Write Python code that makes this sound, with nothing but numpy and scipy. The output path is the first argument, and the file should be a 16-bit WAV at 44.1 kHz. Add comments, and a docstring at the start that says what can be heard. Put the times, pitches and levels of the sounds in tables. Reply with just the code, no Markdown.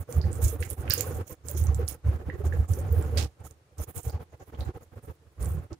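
"""At a kitchen gas burner, a curry simmers in a big metal pot and herbs are dropped into it; two channels.
The churning sauce (random bursts and bubble notes), the low rumble of the burner (a wandering drone and noise)
and the fizz of the oil (crackle and tiny notes) are heard in short swells, with near silence between.
Bubbles gulp and pop as damped notes, oil ticks as short bursts, and the pot rings briefly after each.
Wet spits are decaying sprays of random grains; a faint steady hush of noise lies behind it all."""
import sys
import numpy as np
from scipy import signal
from scipy.fft import rfft, irfft, next_fast_len
from scipy.io import wavfile
from scipy.ndimage import map_coordinates

SR = 44100
rng = np.random.default_rng(int(sys.argv[2]) if len(sys.argv) > 2 else 0)


def generate_wav(sig):
    """Save sig (samples, or channels by samples) to the path in sys.argv[1] as 16-bit PCM at SR."""
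    pcm = np.round(np.clip(np.atleast_2d(sig).T, -1, 1) * 32767).astype(np.int16)
    wavfile.write(sys.argv[1], SR, pcm)


N = 255339

# longer swells of rumble and churn: [start t/s, length t/s, rumble level/dB, churn level/dB]
LONG_SWELLS = [(0.085, 0.077, -61, -38), (0.161, 0.415, -32.5, -39.5), (0.593, 0.097, -40.5, -45),
               (0.792, 0.434, -39.5, -38.5), (1.444, 0.52, -40, -42.5), (1.545, 0.31, -26.5, -41.5),
               (2.046, 0.13, -32.5, -37.5), (2.204, 0.18, -44, -47.5), (2.437, 0.22, -28.5, -39),
               (2.693, 0.58, -29.5, -40), (5.37, 0.285, -48, -49), (5.394, 0.21, -27.5, -42)]
# single short swells, low rumble and churn rising together: [t/s, rumble level/dB]
SHORT_SWELLS = [(0.011, -34), (0.181, -17.5), (0.265, -18.5), (0.454, -17), (0.613, -23.5), (0.723, -30),
                (0.802, -28.5), (0.901, -26.5), (1.16, -26), (1.27, -49.5), (1.322, -35.5), (1.625, -22),
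                (1.698, -21), (2.082, -17.5), (2.15, -24.5), (2.21, -36.5), (2.283, -27), (2.344, -30.5),
                (2.405, -28.5), (2.471, -22), (2.604, -19), (2.72, -21), (2.925, -20.5), (2.982, -19),
                (3.163, -25.5), (3.412, -43), (3.458, -40), (3.517, -50.5), (3.81, -26.5), (3.894, -39),
                (3.978, -29), (4.079, -24.5), (4.152, -28), (4.216, -38), (4.34, -44), (4.42, -41.5),
                (4.49, -43.5), (4.544, -39), (4.611, -23), (4.682, -26.5), (4.762, -39), (4.822, -44.5),
                (4.933, -46), (4.978, -40.5), (5.045, -45), (5.097, -35.5), (5.654, -47), (5.726, -39.5)]
# colour of the churning sauce: [f/Hz, level/dB]
CHURN_SPECTRUM = [(40, -43.5), (80, -2), (120, -4.5), (165, -12.5), (205, -23), (260, -17), (400, -20.5),
                  (500, -18.5), (640, -24.5), (830, -27.5), (950, -30), (1400, -27), (1800, -32),
                  (2400, -37), (4000, -46.5), (7000, -49), (12000, -100)]
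# standing waves of the air in the pot: [f/Hz, width f/Hz, lift level/dB]
AIR_MODES = [(237, 12, 8.5), (316, 58, 6), (368.7, 11, 2), (469, 63, 5.5), (582, 31, 4), (764, 25, 7),
             (864, 39, 5.5), (1096, 110, 4), (1281, 58, 4), (1500, 25, 0)]
# how far the microphone looks down into the pot: [t/s, level/dB of the upper standing waves]
OVERLOOK = [(0, -12.5), (2.9, -8.5), (3.5, 1), (4.151, 6), (4.7, 7.5), (5.1, -20), (5.79, 3.5)]
# big slow bubbles in the sauce: [t/s, level/dB before a common trim, pitch f/Hz]
GULPS = [(0.089, -25.5, 462), (0.162, -26, 138), (0.233, -24.5, 140), (0.302, -27, 318), (0.39, -24, 450),
         (0.546, -29, 288), (0.974, -25, 466), (1.064, -22.5, 474), (1.104, -26, 452), (1.791, -20.5, 453),
         (2.282, -27.5, 288), (2.334, -29, 337), (2.402, -22, 384), (2.77, -27, 370), (2.926, -23.5, 440),
         (2.989, -23.5, 401), (3.124, -27, 426), (3.156, -26, 415), (5.081, -33, 418), (5.54, -24.5, 149),
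         (5.713, -27.5, 314)]
# small bubbles bursting: [t/s, level/dB before panning, pitch f/Hz, left-right level/dB, ring/cycles]
POPS = [(0.215, -33, 4450, -20, 1.6), (0.2399, -46, 1750, -20, 2.1), (0.627, -27.5, 1950, -29, 0.78),
        (0.8266, -49, 1400, -6.0, 2), (0.907, -10.5, 4660, -14, 1.5), (1.0054, -33, 2260, -17, 1.4),
        (2.299, -32.5, 1800, -25, 3.3), (2.524, -33.5, 1660, -26, 2.3), (3.1725, -27.5, 4550, -16, 2.7),
        (4.0974, -38, 4540, 6, 1.74), (4.548, -47.5, 3040, -8.5, 1.6), (4.6077, -36, 3790, -28, 1.3),
        (5.7305, -37, 5140, -23, 0.45)]
# ticks of hot oil: [t/s, level/dB before panning, pitch f/Hz]
TICKS = [(0.1251, -32.5, 7200), (0.3297, -31.5, 8100), (0.4266, -32, 8350), (0.702, -23.5, 11000),
         (0.708, -28, 10100), (0.899, -15.5, 13930), (0.937, -11.5, 14340), (1.0077, -18, 7380),
         (1.0094, -17.5, 13840), (1.485, -26, 7400), (1.513, -25, 15100), (1.6386, -33, 8200),
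         (1.6693, -33.5, 6440), (1.746, -31.5, 7500), (1.8792, -27.5, 6840), (1.886, -22, 10970),
         (2.7357, -34, 6600), (2.9259, -31.5, 14200), (3.025, -37.5, 7750), (3.51, -43, 7840),
         (3.782, -43.5, 8140), (4.0323, -36.5, 8540), (5.4273, -34.5, 8850), (5.458, -34, 7900)]
# wet spits and splashes of sauce: [t/s, level/dB, 60 dB decay t/s, hollow part against spray level/dB]
SPITS = [(0.624, -44.5, 0.13, 1.5), (0.878, -60.5, 0.048, 22), (0.9, -42, 0.28, 8),
         (0.986, -44.5, 0.21, -10), (2.299, -77, 0.16, 14), (2.523, -82, 0.37, 10), (3.174, -30, 0.25, -17),
         (4.606, -49.5, 0.045, -14)]
# colour of the spray in a spit: [f/Hz, level/dB]
SPRAY_SPECTRUM = [(900, -42), (1600, -7.5), (2300, 0), (3400, 0), (4600, 3), (8000, -3), (11000, -11),
                  (15500, -12)]
# colour of the hollow splash under it: [f/Hz, level/dB]
SPLASH_SPECTRUM = [(500, -22), (1000, -14), (1600, 2), (2100, -7.5), (2900, 0.5), (4000, -27.5),
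                   (8000, -45.5)]
# swells of the oil's sizzle: [start t/s, length t/s, level/dB]
SIZZLES = [(0, 0.028, -56), (0.102, 0.084, -54), (0.312, 0.09, -60.5), (0.417, 0.14, -44),
           (0.601, 0.075, -50), (0.693, 0.051, -44), (0.754, 0.092, -59), (0.898, 0.29, -45.5),
           (1.274, 0.068, -53.5), (1.456, 0.091, -51), (1.57, 0.11, -49.5), (1.745, 0.081, -56.5),
           (1.884, 0.061, -49), (2.448, 0.17, -61.5), (2.686, 0.13, -52), (2.91, 0.4, -58.5),
           (3.44, 0.092, -60), (3.784, 0.072, -52), (3.88, 0.12, -58.5), (3.958, 0.16, -52),
           (4.37, 0.166, -68.5), (4.582, 0.1, -65), (4.814, 0.05, -65.5), (5.02, 0.14, -66),
           (5.402, 0.17, -57)]
# colour of the oil's crackle: [f/Hz, level/dB]
FIZZ_SPECTRUM = [(1500, -4), (3500, -3.5), (4800, -26.5), (6200, -4.5), (7800, 1.5), (10000, 9.5),
                 (13000, 8), (15000, 10.5)]
# colour of the burner's flutter: [f/Hz, level/dB]
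RUMBLE_SPECTRUM = [(20, -9.5), (45, -6.5), (60, -6), (80, -1.5), (108, 2), (135, -12.5), (170, -13.5),
                   (215, -23.5), (300, -62)]
# the microphone passes less deep bass: [f/Hz, level/dB]
BASS_CUT = [(20, -12.5), (40, -1.5), (55, -5), (72, -0.5)]
# decay of the pot's reflections: [f/Hz, 60 dB decay t/s]
POT_DECAY = [(400, 0.16), (2000, .23), (5000, .22), (8000, 0.091), (15000, 0.043)]
# how alike left and right are: [f/Hz, likeness 0 to 1]
LIKENESS = [(80, 0.98), (350, 0.96), (600, 0.6), (1200, 0.027), (4000, 0.06), (12000, .1)]
# colour of the kitchen hush: [f/Hz, level/dB]
HUSH_SPECTRUM = [(20, -25.5), (50, -28), (80, -21.5), (130, -1.5), (230, -23), (310, -8.5), (370, -13.5),
                 (450, -11), (650, -18.5), (1200, -19.5), (3000, -27), (9000, -32), (12000, -37),
                 (15500, -47.5)]

TOP_HZ = 15900  # upper band limit
FLAME_HZ = 77.64  # centre of the drone's wandering pitch
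RISE_S, FALL_S = 0.0044, 0.013  # time constants of a long swell or a sizzle setting in and dying away
# random throb of the long swells: knots a second, depth in the rumble and in the churn
THROB_RATE, THROB_DB, CHURN_THROB_DB = 22, 0.5, 2.54
# half length of a short swell of -30 dB; one this much stronger lasts twice as long
SHORT_S, SHORT_DOUBLES_DB = 0.015, 22.5
# churn of a short swell: level against its rumble, ceiling, length against its rumble
CHURN_DB, CHURN_TOP_DB, CHURN_STRETCH = -4.5, -41.5, 1.92
IDLE_DB = -64.5  # centre of the faint, randomly wavering level of rumble between swells
SIZZLE_SAG_DB_PER_S, SIZZLE_WAVER_DB = 38.5, 3  # a sizzle wanes and wavers
OPEN_DB, SINK = -45, 0.4  # below this churn the sizzle sinks too, by this many dB for each dB
# fizz that goes with all churning: level at a churn of OPEN_DB, dB gained for each dB of churn
FIZZ_DB, FIZZ_GROWS = -75, 0.76


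def surges():
    """Strength of rumble and churn: long throbbing swells, single short swells, a faint unsteady level between."""
    waver = amp(5 * wobble(40))
    throb = wobble(THROB_RATE)
    idle = amp(IDLE_DB) * waver
    rumble_power = idle ** 2
    churn_power = (idle * amp(CHURN_DB)) ** 2
    rumble_throb, churn_throb = amp(THROB_DB * throb), amp(CHURN_THROB_DB * throb)
    for start, length, rumble_db, churn_db in LONG_SWELLS:
        gain = held(start, length)
        rumble_power += (amp(rumble_db) * gain * rumble_throb) ** 2
        churn_power += (amp(churn_db) * gain * churn_throb) ** 2
    for s, db in SHORT_SWELLS:
        half = SHORT_S * 2 ** ((db + 30) / SHORT_DOUBLES_DB)
        rumble_part = amp(db) * swell(s, half, order=2)
        churn_part = amp(min(db + CHURN_DB, CHURN_TOP_DB)) * swell(s, half * CHURN_STRETCH, order=4)
        rumble_power += rumble_part ** 2
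        # the stronger churn prevails
        churn_power = np.maximum(churn_power, churn_part ** 2)
    return np.sqrt(rumble_power), np.sqrt(churn_power)


def churn(level):
    """Soft bursts and a dense swarm of small gurgles in thick sauce, coloured by the hollow of the pot."""
    bursts = np.array([grains(rate=1800, scatter_db=0.5) for side in range(2)])
    gurgles = np.array([cloud(rate=260, hz=893, octaves=1.335, cycles=5.4, scatter_db=5.5)
                        for side in range(2)])

    def standing_waves(hz):
        lifts = (db * np.exp(-2 * ((hz - centre) / width) ** 2) for centre, width, db in AIR_MODES)
        return amp(sum(lifts))

    thick = coloured(bursts + amp(-12.5) * gurgles, CHURN_SPECTRUM)
    sauce = unit(filtered(thick, standing_waves))
    # the upper standing waves beam straight up out of the pot
    beam = [(520, -56.5), (720, -1.0), (1350, -22.5), (2200, -14.0)]  # [f/Hz, level/dB]
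    upper = filtered(sauce, lambda hz: amp(along(beam, hz)))
    overlook = amp(np.interp(np.arange(N) / SR, *np.transpose(OVERLOOK)))
    return level * amp(-1.0) * spread(sauce + overlook * upper) * panned(balance_db=-2)


def gulps():
    """Big bubbles open slowly with a short, low note, with the pot's answer."""
    out = np.zeros(N)
    for s, db, hz in GULPS:
        add(out, s, amp(db - 7.5) * bubble(hz, cycles=3.6, rise=0.064, attack_cycles=0.77))
    return out * panned(balance_db=-2) + amp(-8) * pot(out)


def pops():
    """Small bubbles burst: film tears, cavity rings briefly; returns the direct sound and the pot's answer."""
    out = np.zeros((2, N))
    for s, db, hz, balance_db, cycles in POPS:
        cavity = amp(db) * bubble(hz, cycles=cycles, rise=0.06, attack_cycles=2.4)
        tear = amp(db - 21.5) * snap(hz * 1.39, width_hz=820, decay=0.006)
        add(out, s, cavity * panned(balance_db))
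        add(out, s, tear * panned(balance_db))
    return out, amp(-4.0) * pot(out.mean(0)) * panned(balance_db=-7.0)


def ticks():
    """Droplets of oil snap on the hot metal; returns the direct sound and the pot's answer."""
    out = np.zeros(N)
    for s, db, hz in TICKS:
        add(out, s, amp(db) * snap(hz, width_hz=820, decay=0.00055))
    return out * panned(balance_db=-30.0), amp(-5.5) * pot(out) * panned(balance_db=-12.0)


def spits():
    """Steam or falling leaves break the surface: a puff of droplets over a hollow splash."""
    spray, splash = np.zeros(N), np.zeros(N)
    t = np.arange(SR // 4) / SR
    for s, db, t60, hollow_db in SPITS:
        puff = amp(db - 60 * t / t60)
        add(spray, s, puff)
        add(splash, s, puff * amp(hollow_db))

    def droplets(spectrum):
        return coloured(np.array([grains(rate=2500, scatter_db=4) for side in range(2)]), spectrum)

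    wet = spray * droplets(SPRAY_SPECTRUM) + splash * droplets(SPLASH_SPECTRUM)
    return wet * panned(balance_db=-10.5)


def fizz(level):
    """Fine crackle and tiny ringing bubbles of oil along the hot wall, with their haze of reflections."""
    beads = cloud(rate=180, hz=9820, octaves=0.66, cycles=2.0, scatter_db=5.5)
    crackle = unit(coloured(grains(rate=800, scatter_db=4.0), FIZZ_SPECTRUM) + amp(-3.5) * beads)
    direct = crackle * panned(balance_db=-28.5)
    haze = amp(6.5) * pot(crackle) * panned(balance_db=-15.5)
    return level * (direct + haze)


def burner(level):
    """The flame drives one low resonance under the pot; its pitch wanders, over a rougher flutter."""
    knots = rng.standard_normal(int(N * 30 / SR) + 4)
    wander = map_coordinates(knots, [np.arange(N) * 30 / SR])  # 30 knots a second
    drone = unit(np.sin(2 * np.pi * np.cumsum(FLAME_HZ * (1 + 0.098 * wander)) / SR))
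    # part of the flutter reaches both microphones alike, part differs
    flutter = coloured(rng.standard_normal((3, N)), RUMBLE_SPECTRUM)
    rumble = amp(-1.0) * drone + amp(-7.5) * flutter[0] + amp(-10) * flutter[1:]
    swelling = level * rumble * panned(balance_db=-3.5)
    return filtered(swelling, lambda hz: amp(along(BASS_CUT, hz)))


def kitchen_hush():
    """Faint steady noise, alike at both sides in the bass and nearly unrelated in the treble."""
    return amp(-66.5) * spread(coloured(rng.standard_normal((2, N)), HUSH_SPECTRUM))


def pot(x):
    """Dense reflections between the metal walls, different at each microphone."""
    hz, t, z = signal.stft(rng.standard_normal((2, SR // 2)), SR, nperseg=256)
    decay = amp(-60 * t / along(POT_DECAY, hz)[:, None])
    tail = signal.istft(z * decay, SR, nperseg=256)[1]
    return signal.fftconvolve(x[None], tail / np.linalg.norm(tail[0]), axes=1)[:, :N]


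def bubble(hz, cycles, rise, attack_cycles):
    """A bubble rings for some cycles while its pitch rises; peak 1."""
    turns = hz * np.arange(SR // 8) / SR
    life = turns / cycles
    note = np.sin(2 * np.pi * turns * (1 + rise * (1 - np.exp(-life / 2))))
    ring = note * np.exp(-life) * (1 - np.exp(-turns / attack_cycles)) ** 2
    return ring / np.abs(ring).max()


def cloud(rate, hz, octaves, cycles, scatter_db):
    """A random swarm of bubbles, each a damped note of its own pitch and size; rms 1."""
    draws = rng.random((int(rate * N / SR), 3))
    start = (draws[:, :1] * N).astype(int)
    pitch = hz * 2 ** (octaves * (2 * draws[:, 1:2] - 1))
    size = amp(-scatter_db * np.log(draws[:, 2:] + 0.04))
    n = np.arange(int(6 * cycles * SR / hz))
    turns = pitch * n / SR
    ring = size * np.sin(2 * np.pi * turns) * np.exp(-turns / cycles) * (1 - np.exp(-turns))
    return unit(np.bincount((start + n).ravel(), ring.ravel(), N)[:N])


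def snap(hz, width_hz, decay):
    """A rough burst around one pitch with a quick swell and a decay in seconds; peak 1."""
    t = np.arange(1024) / SR
    freqs = np.fft.rfftfreq(len(t), 1 / SR)
    peak = 1 / (1 + ((freqs - hz) / width_hz) ** 2)
    band = (peak + 0.031 * (freqs > hz / 2)) * (freqs < TOP_HZ)
    rough = signal.hilbert(irfft(rfft(rng.standard_normal(len(t))) * band))
    envelope = (1 - np.exp(-t / 0.00093)) * (np.exp(-t / decay) + 0.11 * np.exp(-t / 0.0021))
    # partly even out the noise's own envelope
    burst = rough.real / np.abs(rough) ** 0.6 * envelope
    return burst / np.abs(burst).max()


def grains(rate, scatter_db):
    """Single-sample bursts at random moments, a few far stronger than the rest; rms 1."""
    size = amp(scatter_db * np.minimum(rng.exponential(size=N), np.pi))
    return unit((rng.random(N) < rate / SR) * size * rng.choice([-1, 1], N))


def wobble(rate):
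    """A smooth random curve, rate knots a second."""
    return map_coordinates(rng.standard_normal(1024), [np.arange(N) * rate / SR], mode="mirror")


def held(start, length, sag_db_per_s=0):
    """A gain that rises, holds or sags for its length, and dies away."""
    t = np.arange(N) / SR - start
    rise = 0.5 + 0.5 * np.tanh(t / RISE_S / 2)
    fall = np.exp(-np.maximum((t - length) / FALL_S + 1, 0))
    return rise * fall * amp(-sag_db_per_s * np.maximum(t, 0))


def swell(s, half, order):
    """A gain that peaks at time s: round for order 2, flat-topped for order 4."""
    out = np.zeros(N)
    near = np.arange(max(int((s - 3 * half) * SR), 0), min(int((s + 3 * half) * SR), N))
    out[near] = np.exp(-np.abs((near / SR - s) / half) ** order)
    return out


def spread(pair):
    """Two unrelated sounds as one field: alike in the bass, nearly unrelated in the treble."""
    def mid_side(hz):
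        turn = np.arccos(np.clip(along(LIKENESS, hz), -1, 1)) / 2
        return np.array([np.cos(turn), np.sin(turn)])

    mid, side = filtered(pair, mid_side)
    return np.array([mid + side, mid - side])


def panned(balance_db):
    """Left and right gains whose mean is 1."""
    gains = amp([[balance_db / 2], [-balance_db / 2]])
    return gains / gains.mean()


def add(track, s, sound):
    """Mix a sound into a track at time s."""
    start = int(np.clip(round(s * SR), 0, N - 1))
    track[..., start:start + sound.shape[-1]] += sound[..., :N - start]


def coloured(x, spectrum):
    """x with a spectrum, at rms 1."""
    return unit(filtered(x, lambda hz: amp(along(spectrum, hz))))


def filtered(x, response):
    """x times a response of frequency."""
    m = next_fast_len(N + SR // 2)
    return irfft(rfft(x, m) * response(np.fft.rfftfreq(m, 1 / SR)), m)[..., :N]


def along(points, hz):
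    """(Hz, value) points read on a log axis."""
    f, v = np.transpose(points)
    return np.interp(np.log(hz + 1), np.log(f + 1), v)


def unit(x):
    """x at rms 1."""
    return x / np.sqrt(np.mean(x ** 2) + 1e-20)


def amp(db):
    """Decibels to gain."""
    return 10 ** (np.asarray(db) / 20)


def scene():
    """Burner rumble, churn, fizz and bubbles in shared swells, over a faint kitchen hush."""
    rumbling, churning = surges()
    # sizzle, spits and ringing sink away with the churn between swells
    vigour = churning / amp(OPEN_DB)
    presence = np.minimum(vigour, 1)
    sizzles = sum(amp(db) * held(start, length, SIZZLE_SAG_DB_PER_S) for start, length, db in SIZZLES)
    churn_fizz = amp(FIZZ_DB) * vigour ** FIZZ_GROWS
    sizzling = np.hypot(presence ** SINK * sizzles, churn_fizz) * amp(SIZZLE_WAVER_DB * wobble(30))
    simmer = churn(churning) + fizz(sizzling) + burner(rumbling)
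    pop, pop_ring = pops()
    tick, tick_ring = ticks()
    sinking = presence * (pop_ring + tick_ring + spits())
    return simmer + gulps() + pop + tick + sinking + kitchen_hush()


def record(dry):
    """The phone keeps nothing above its band limit; the treble fades out over the last 300 Hz."""
    return filtered(dry, lambda hz: np.clip((TOP_HZ - hz) / 300, 0, 1))


dry = scene()
out = record(dry)
generate_wav(out)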